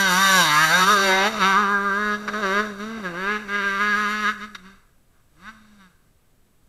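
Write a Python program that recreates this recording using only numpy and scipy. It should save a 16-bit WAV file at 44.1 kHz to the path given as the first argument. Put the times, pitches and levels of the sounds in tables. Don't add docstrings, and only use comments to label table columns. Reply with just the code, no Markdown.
import sys
import numpy as np
from scipy import signal
from scipy.fft import rfft, irfft, next_fast_len
from scipy.io import wavfile
from scipy.ndimage import uniform_filter1d, map_coordinates

SR = 44100
rng = np.random.default_rng(int(sys.argv[2]) if len(sys.argv) > 2 else 0)


def generate_wav(sig):
    pcm = np.round(np.clip(np.atleast_2d(sig).T, -1, 1) * 32767).astype(np.int16)
    wavfile.write(sys.argv[1], SR, pcm)


def invert_db(level):
    return 10 ** (np.asarray(level, dtype=float) / 20)


N = 294588

# (time [s], firings a second [Hz])
HELD_SPEED = [(0.0, 197.5), (0.36, 188.1), (0.5, 149.3), (0.7, 173.1), (0.92, 200.6), (1.2, 190.6),
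              (1.43, 198.4), (2.1, 207.4), (3.0, 220.8), (3.12, 180), (3.36, 200.4), (4.45, 217.3),
              (4.58, 197.6), (4.8, 193.8), (5.34, 138.2), (5.51, 220.7), (5.76, 207.4), (5.9, 172.1)]
# (time [s], rise in speed [Hz], spread [s])
WHEEL_SPINS = [(0.25, 3.97, 0.043), (0.92, 12.9, 0.022), (1.31, 29.5, 0.044), (1.38, 8.4, 0.013),
               (1.61, 11, 0.022), (1.72, 3.2, 0.015), (2.03, 3.7, 0.045), (2.4, 10.0, 0.016),
               (2.94, 7.0, 0.045), (3.32, 14, 0.045), (3.41, 13.3, 0.022), (5.47, 9.3, 0.029)]
# (time [s], drop in speed [Hz], spread [s])
TYRE_BITES = [(0.12, 15.6, 0.041), (0.46, 3.37, 0.014), (0.58, 6.46, 0.046), (0.69, 14, 0.03),
              (0.83, 4.57, 0.015), (0.99, 3.97, 0.015), (1.11, 5.7, 0.031), (1.43, 11.3, 0.017),
              (1.48, 4.56, 0.035), (1.54, 10.6, 0.015), (1.66, 5.8, 0.026), (1.8, 5.4, 0.03),
              (1.92, 10.5, 0.032), (2.32, 4, 0.015), (2.45, 6.2, 0.03), (2.5, 21.8, 0.045),
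              (2.58, 4.74, 0.015), (2.76, 21, 0.049), (3.06, 18.4, 0.047), (3.15, 9.6, 0.022),
              (3.48, 6.3, 0.017), (3.62, 9.3, 0.014), (3.72, 9.6, 0.044), (3.78, 7.2, 0.015),
              (3.94, 7.7, 0.015), (4.07, 8.0, 0.022), (4.21, 2.11, 0.043), (4.26, 10.4, 0.015),
              (4.39, 17.7, 0.03), (4.61, 13.7, 0.039)]
# (opens [s], shuts [s], effort at opening [dB], effort at shutting [dB])
THROTTLE = [(0.0, .27, 0, 1.5), (.27, 0.457, 0, -1.5), (0.451, 0.651, -2, 3), (0.667, 0.841, -3, 4),
            (0.876, 0.941, 4.5, 3.5), (.95, 1.14, -1.5, 0), (1.142, 1.273, -2.5, 2.5),
            (1.301, 1.39, -16.5, -11), (1.424, 1.514, 3, 0.5), (1.52, 1.751, 0.5, -1),
            (1.75, 1.951, -2, -2), (1.946, 2.148, -2, 1.5), (2.18, 2.329, -17.5, -17),
            (2.346, 2.411, -6.5, -10.5), (2.433, 2.473, -2.5, -2.5), (2.483, 2.604, -4.5, 3.5),
            (2.62, 2.763, -7, -23.5), (2.806, 2.846, -8.5, -8.5), (2.86, 3.011, -10, -11),
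            (3.055, 3.101, -1.5, -13), (3.11, 3.267, -14.5, -3), (3.277, 3.365, 1.5, -1),
            (3.381, 3.48, -13.5, -22.5), (3.491, 3.565, -9.5, 0), (3.582, 3.79, -2.5, -3.5),
            (3.809, 4.21, 3, -2), (4.226, 4.296, -0.5, 2.5), (4.319, 4.401, -18.5, -37),
            (4.419, 4.443, -7.5, -2.5), (4.47, 4.631, -26, -35)]
# (opens [s], shuts [s], effort at opening [dB], effort at shutting [dB])
BEHIND_CREST = [
    (4.66, 4.899, -6.5, -22),
    (5.139, 5.213, -12, -14),
    (5.37, 5.493, -20, 1),
    (5.52, 5.79, -18, -13),
    (5.812, 5.87, 0.5, -4.5),
    (5.882, 6.102, -11, -22.5),
]
# (time [s], loss by distance [dB], pipe aimed at the camera [dB],
# air clearness [dB], ground lift [dB], upper bark share [0-1])
PATH = [(0, -30.5, 7, -5.5, -1.5, .6), (.22, -31.5, 10.5, -6, -6, 0.45), (.4, -29.5, 7.5, 0.5, 5, 0.43),
        (.52, -36.5, 16, -7, -3, 0.52), (.74, -32.5, 11, -6.5, 3.5, 1), (.88, -32.5, 7.5, -3, 0.5, 0.24),
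        (1.1, -33.5, 13, -8, 9, 0.26), (1.45, -30, 9, -10, -2.5, 0), (1.8, -33, 8, -22, -0.5, 0.4),
        (2.15, -34, 7.5, -14.5, -2.5, 0.27), (2.47, -33, 9.5, -13, 6.5, 0.63),
        (2.95, -31, -0.5, -12.5, -7.5, 0.56), (3.15, -36.5, 9, -17, 4, 0.82),
        (4.3, -36, 10.5, -12.5, -8.5, 0.67), (4.68, -45.5, 1.5, -11.5, -17, 0.46),
        (5.15, -59, 1, -13, -10, 0.52), (5.49, -47, 7.5, -13, -13.5, .4), (5.85, -52, -4.5, -7.5, -22, 0.5)]
# (time [s], share of the drone above 500 Hz [0-1], edge against bark and rasp [dB],
# pitch cancelled by the ground bounce [Hz])
HEADING = [(0, 0.3, -10, 440), (.42, 0.94, -7.5, 430), (.55, 0.88, -8.5, 520), (.66, 0.98, -6, 456),
           (.75, .95, -11.5, 349.4), (.93, 0.32, -6, 780), (1.18, 0.62, -4, 1380), (1.47, 0.7, -1.5, 560),
           (1.8, 0.26, -14, 682.6), (2.13, 0.3, -9.5, 857), (2.45, 0.38, -5.5, 850), (2.75, 0.11, -5, 804),
           (3.1, 0.51, -0.5, 800), (3.35, 0.06, 2, 633), (3.7, .3, 2, 795), (3.9, 0.17, -2.5, 720),
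           (4.5, 0.24, -1, 800), (5.45, 0.51, -2.5, 430.5)]
# (from [s], to [s])
HIDDEN = [
    (4.8, 5.34),
    (5.91, 7),
]
# (time [s], peak [dB], boom [dB], fade [s], snap [dB])
BACKFIRES = [
    (1.35, -36.5, 7.5, .12, -4.5),
    (1.3997, -26.5, -4.5, 0.0057, -0.5),
    (2.277, -8, -10.5, 0.024, -13),
    (2.3336, -15.5, -12, .015, -11),
    (2.9694, -41.5, 16, 0.038, -5),
    (4.5469, -19.5, -18, 0.017, -2.5),
]
# (pitch [Hz], width [Hz], level [dB])
CASE_RINGS = [(950, 290, -4.5), (1222, 141, 5), (1608.6, 101.4, 7), (2083, 250, -2.5), (2710, 688, -8.5),
              (3140, 610, -15.5), (3550, 35, -15.5), (3704, 200, -4), (4586, 210, -11), (5780, 320, -14),
              (6980, 390, -23.5), (8700, 1700, -34.5), (12000, 840, -31.5), (14600, 2200, -45.5)]
# (pitch [Hz], width [Hz], depth [dB])
CASE_NOTCHES = [(1809, 140, -11), (3510, 200, -8.5), (5180, 160, -10.5), (6540, 430, -19), (8060, 700, -9),
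                (10200, 700, -2.5), (12800, 900, -9), (14300, 3600, -11)]
# (pitch [Hz], time to fall by 60 dB [s])
TREES = [(200, 0.14), (1500, 0.64), (3500, 0.19), (12000, 0.054)]
# (pitch [Hz], level [dB])
HISS = [(20, -1), (40, -11), (100, -12), (200, -15.5), (400, -23.5), (800, -30), (2000, -35), (5000, -40),
        (14500, -38), (15600, -43)]
# (pitch [Hz], level [dB])
WHINE = [(7842, -95), (7902, -90.5), (7963, -87), (8023, -91.5)]
# (from [Hz], to [Hz])
PARTS = [(100, 275), (270, 494), (500, 802), (900, 1380), (1380, 1790), (1940, 2910), (3400, 7500), (7500, 25000)]

SWELL_DB_S, DIE_DB_S, SHUT_DB = 483, 650, -28
MISFIRE_DB, MISFIRE_SPREAD_DB, ROUGHEST = -11, 1.6, .85
THUMP_FOLLOWS, DRONE_FOLLOWS, RASP_FOLLOWS = 0.31, .55, 0.54
PASS_S, TURN_S = 1.1, 0.23
CREST_S = 4.6
SHADE_DB, SHADE_S = -25.5, 0.04
BOUNCE_DEPTH, BOUNCE_WIDTH = 0.82, .2
TOP_HZ = 15730


def unit(x):
    return x / np.sqrt(np.mean(x ** 2) + 1e-20)


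def along(points, hz):
    f, v = np.transpose(points)
    return np.interp(np.log(hz + 1), np.log(f + 1), v)


def curves(rows):
    s, *cols = np.transpose(rows)
    return [np.interp(np.arange(N) / SR, s, c) for c in cols]


def wobble(rate):
    knots = rng.standard_normal(int(N * rate / SR) + 4)
    return map_coordinates(knots, [np.arange(N) * rate / SR])


def filtered(x, response):
    m = next_fast_len(N + SR // 2)
    return irfft(rfft(x, m) * response(np.fft.rfftfreq(m, 1 / SR)), m)[..., :N]


def band(x, lo_hz, hi_hz):
    sos = signal.butter(4, [lo_hz, min(hi_hz, SR / 2.1)], "band", fs=SR, output="sos")
    return unit(signal.sosfilt(sos, x))


def window(f, lo_hz, hi_hz):
    return 1 / np.sqrt((1 + (lo_hz / (f + 1)) ** 12) * (1 + (f / hi_hz) ** 12))


def case(f):
    peaks, dips = 0, 1
    for k, (c, w, db) in enumerate(CASE_RINGS):
        peaks = peaks + (-1) ** k * invert_db(db) * 1j * f * w / (c * c - f * f + 1j * f * w)
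    for c, w, db in CASE_NOTCHES:
        dips = dips * (c * c - f * f + 1j * f * w * invert_db(db)) / (c * c - f * f + 1j * f * w)
    return peaks * dips


def effort():
    t = np.arange(N) / SR
    pulls = []
    for a, b, a_db, b_db in THROTTLE + BEHIND_CREST:
        held = np.interp(t, [a, b], [a_db, b_db])
        pulls.append(held - SWELL_DB_S * np.maximum(a - t, 0) - DIE_DB_S * np.maximum(t - b, 0))
    return uniform_filter1d(np.maximum(np.max(pulls, axis=0), SHUT_DB), size=500)


def jolts(rows):
    t = np.arange(N) / SR
    return sum(hz * np.exp(-.5 * ((t - s) / spread) ** 2) for s, hz, spread in rows)


def revs():
    held = uniform_filter1d(curves(HELD_SPEED)[0], size=900)
    return held + jolts(WHEEL_SPINS) - jolts(TYRE_BITES)


def firing_lines(rate, turns, near, bounce_hz):
    grid = np.arange(0., 8000, 4)
    response = case(grid) + invert_db(-19) * (grid < 700)
    lines = np.zeros((len(PARTS), N))
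    for k in range(1, 34):
        slot = (k * rate / 4).astype(int)
        slow_db = near * min(.6 * k, 4) * np.tanh(wobble(12)) * 1.4
        fading = invert_db(slow_db + min(.3 * k, 1.8) * wobble(40))
        drift = 1.5 * near ** 2 * wobble(5)
        if k < 14:
            off = np.log(k * rate / bounce_hz) / BOUNCE_WIDTH
            again = np.exp(-(2 * off - 2 * np.log(3) / BOUNCE_WIDTH) ** 2)
            fading *= 1 - BOUNCE_DEPTH * (np.exp(-off ** 2) + near ** 2 * again)
        tone = fading * np.real(response[slot] * np.exp(2j * np.pi * k * turns + 1j * drift))
        for line, (lo_hz, hi_hz) in zip(lines, PARTS):
            if lo_hz < k * 300 and hi_hz > k * 110:
                line += window(grid, lo_hz, hi_hz)[slot] * tone
    return lines


def gas_puffs(turns):
    puff = .5 + np.exp(-(turns % 1) / .5)
    return filtered(puff * rng.standard_normal(N), lambda f: case(f) + invert_db(-25) * (f < 700))


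def engine():
    t, pull_db = np.arange(N) / SR, effort()
    far_db, aim_db, air_db, ground_db, upper = curves(PATH)
    mids, edge_db, bounce_hz = curves(HEADING)
    mids = np.clip(mids, 0, 1)
    hidden = sum(np.tanh((t - a) / SHADE_S) - np.tanh((t - b) / SHADE_S) for a, b in HIDDEN) / 2
    near = np.interp(t, [.95, 1.7], [1, .4])
    upper = np.clip(upper + 0.085 * near * wobble(20), 0, 1)

    low_db = far_db + SHADE_DB * hidden
    thump_db = low_db + THUMP_FOLLOWS * pull_db
    drone_db = low_db + ground_db + DRONE_FOLLOWS * pull_db
    bark_db = far_db + aim_db + pull_db
    rasp_db = far_db + aim_db + air_db + RASP_FOLLOWS * pull_db - 9 * hidden
    rattle_db = 0.77 * rasp_db + 0.22 * uniform_filter1d(rasp_db, size=15000) + 1.8 * wobble(18)
    tail_on = .5 + .5 * np.tanh((t - PASS_S) / TURN_S)
    sizzle_db = rattle_db - 4 - 8 * tail_on

    misfire = .5 - .5 * np.tanh((pull_db - MISFIRE_DB) / MISFIRE_SPREAD_DB)
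    rough = .008 + .1 * near ** 2 + ROUGHEST * misfire
    scatter = np.clip(hidden + .5 * (t > CREST_S) * (t < 5), 0, 1)
    rough = np.maximum(rough, ROUGHEST * scatter)

    rate = revs() * (1 + .0015 * wobble(45))
    turns = np.cumsum(rate) / SR + .003 * wobble(120)
    lines, air = firing_lines(rate, turns, near, bounce_hz), gas_puffs(turns)
    share = [rough * .03, .006 + rough * .08, .025 + rough * .35, rough, rough,
             rough ** .52, .22 + .78 * rough ** .6, 1]
    thump, second, third, low, high, edge, rasp, sizzle = [
        np.sqrt(1 - a) * unit(line) + np.sqrt(a) * band(air, *hz) for a, line, hz in zip(share, lines, PARTS)]

    drone = np.sqrt(1 - mids) * second + np.sqrt(mids) * third
    bark = np.sqrt(1 - upper) * low + np.sqrt(upper) * high
    treble = invert_db(edge_db + 0.57 * bark_db + 0.46 * rasp_db) * edge
    treble += invert_db(rasp_db) * rasp + invert_db(sizzle_db) * sizzle
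    return invert_db(thump_db) * thump + invert_db(drone_db) * drone + invert_db(bark_db) * bark + treble


def camera_noise(loudness):
    t = np.arange(N) / SR
    hiss = unit(filtered(rng.standard_normal(N), lambda hz: invert_db(along(HISS, hz))))
    whine = sum(np.sqrt(2) * invert_db(db) * np.sin(2 * np.pi * hz * t) for hz, db in WHINE)
    shake = band(np.cumsum(rng.standard_normal(N)), 13, 150) * invert_db(-46.0) * loudness ** 0.3
    grit = band(hiss, 210, 16000) * invert_db(-42.5) * loudness ** 0.54
    return invert_db(-59.0) * hiss + grit + whine * (1 + 25 * loudness ** .5) + shake


def trees(x):
    hz, t, z = signal.stft(rng.standard_normal(SR), SR, nperseg=256)
    fade = invert_db(-60 * t / along(TREES, hz)[:, None])
    tail = signal.istft(z * fade, SR, nperseg=256)[1]
    late = np.pad(x, (1300, 0))
    return signal.fftconvolve(late, tail / np.linalg.norm(tail))[:N]


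def backfires():
    t = np.arange(N) / SR
    crack = filtered(rng.standard_normal(N), lambda f: case(f) * (f / 1500) ** 0.53)
    crack = band(crack, 900, 13000)
    boom = band(rng.standard_normal(N), 150, 720)
    body, snap = band(crack, 900, 2100), band(crack, 2300, 12500)
    out = np.zeros(N)
    for s, db, boom_db, fade, snap_db in BACKFIRES:
        u = np.maximum(t - s, 0) / max(fade, .002) * 3.8
        burst = body + invert_db(snap_db) * snap + invert_db(boom_db) * boom
        out += invert_db(db - 13.0) * u * np.exp(1 - u) * burst
    return out


def scene():
    bike = engine() + backfires()
    return (bike + invert_db(-19) * trees(bike))[None]


def top_cut(x):
    return signal.sosfilt(signal.butter(12, 15690, fs=SR, output="sos"), x)


def record(dry):
    loudness = np.sqrt(np.abs(uniform_filter1d(dry[0] ** 2, size=4500)))
    x = dry / (1 + np.abs(dry / .75) ** 5) ** (1 / 5)
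    mix = filtered(x + camera_noise(loudness), lambda hz: np.clip((TOP_HZ - hz) / 60, 0, 1))
    return top_cut(mix)


dry = scene()
out = record(dry)
generate_wav(out)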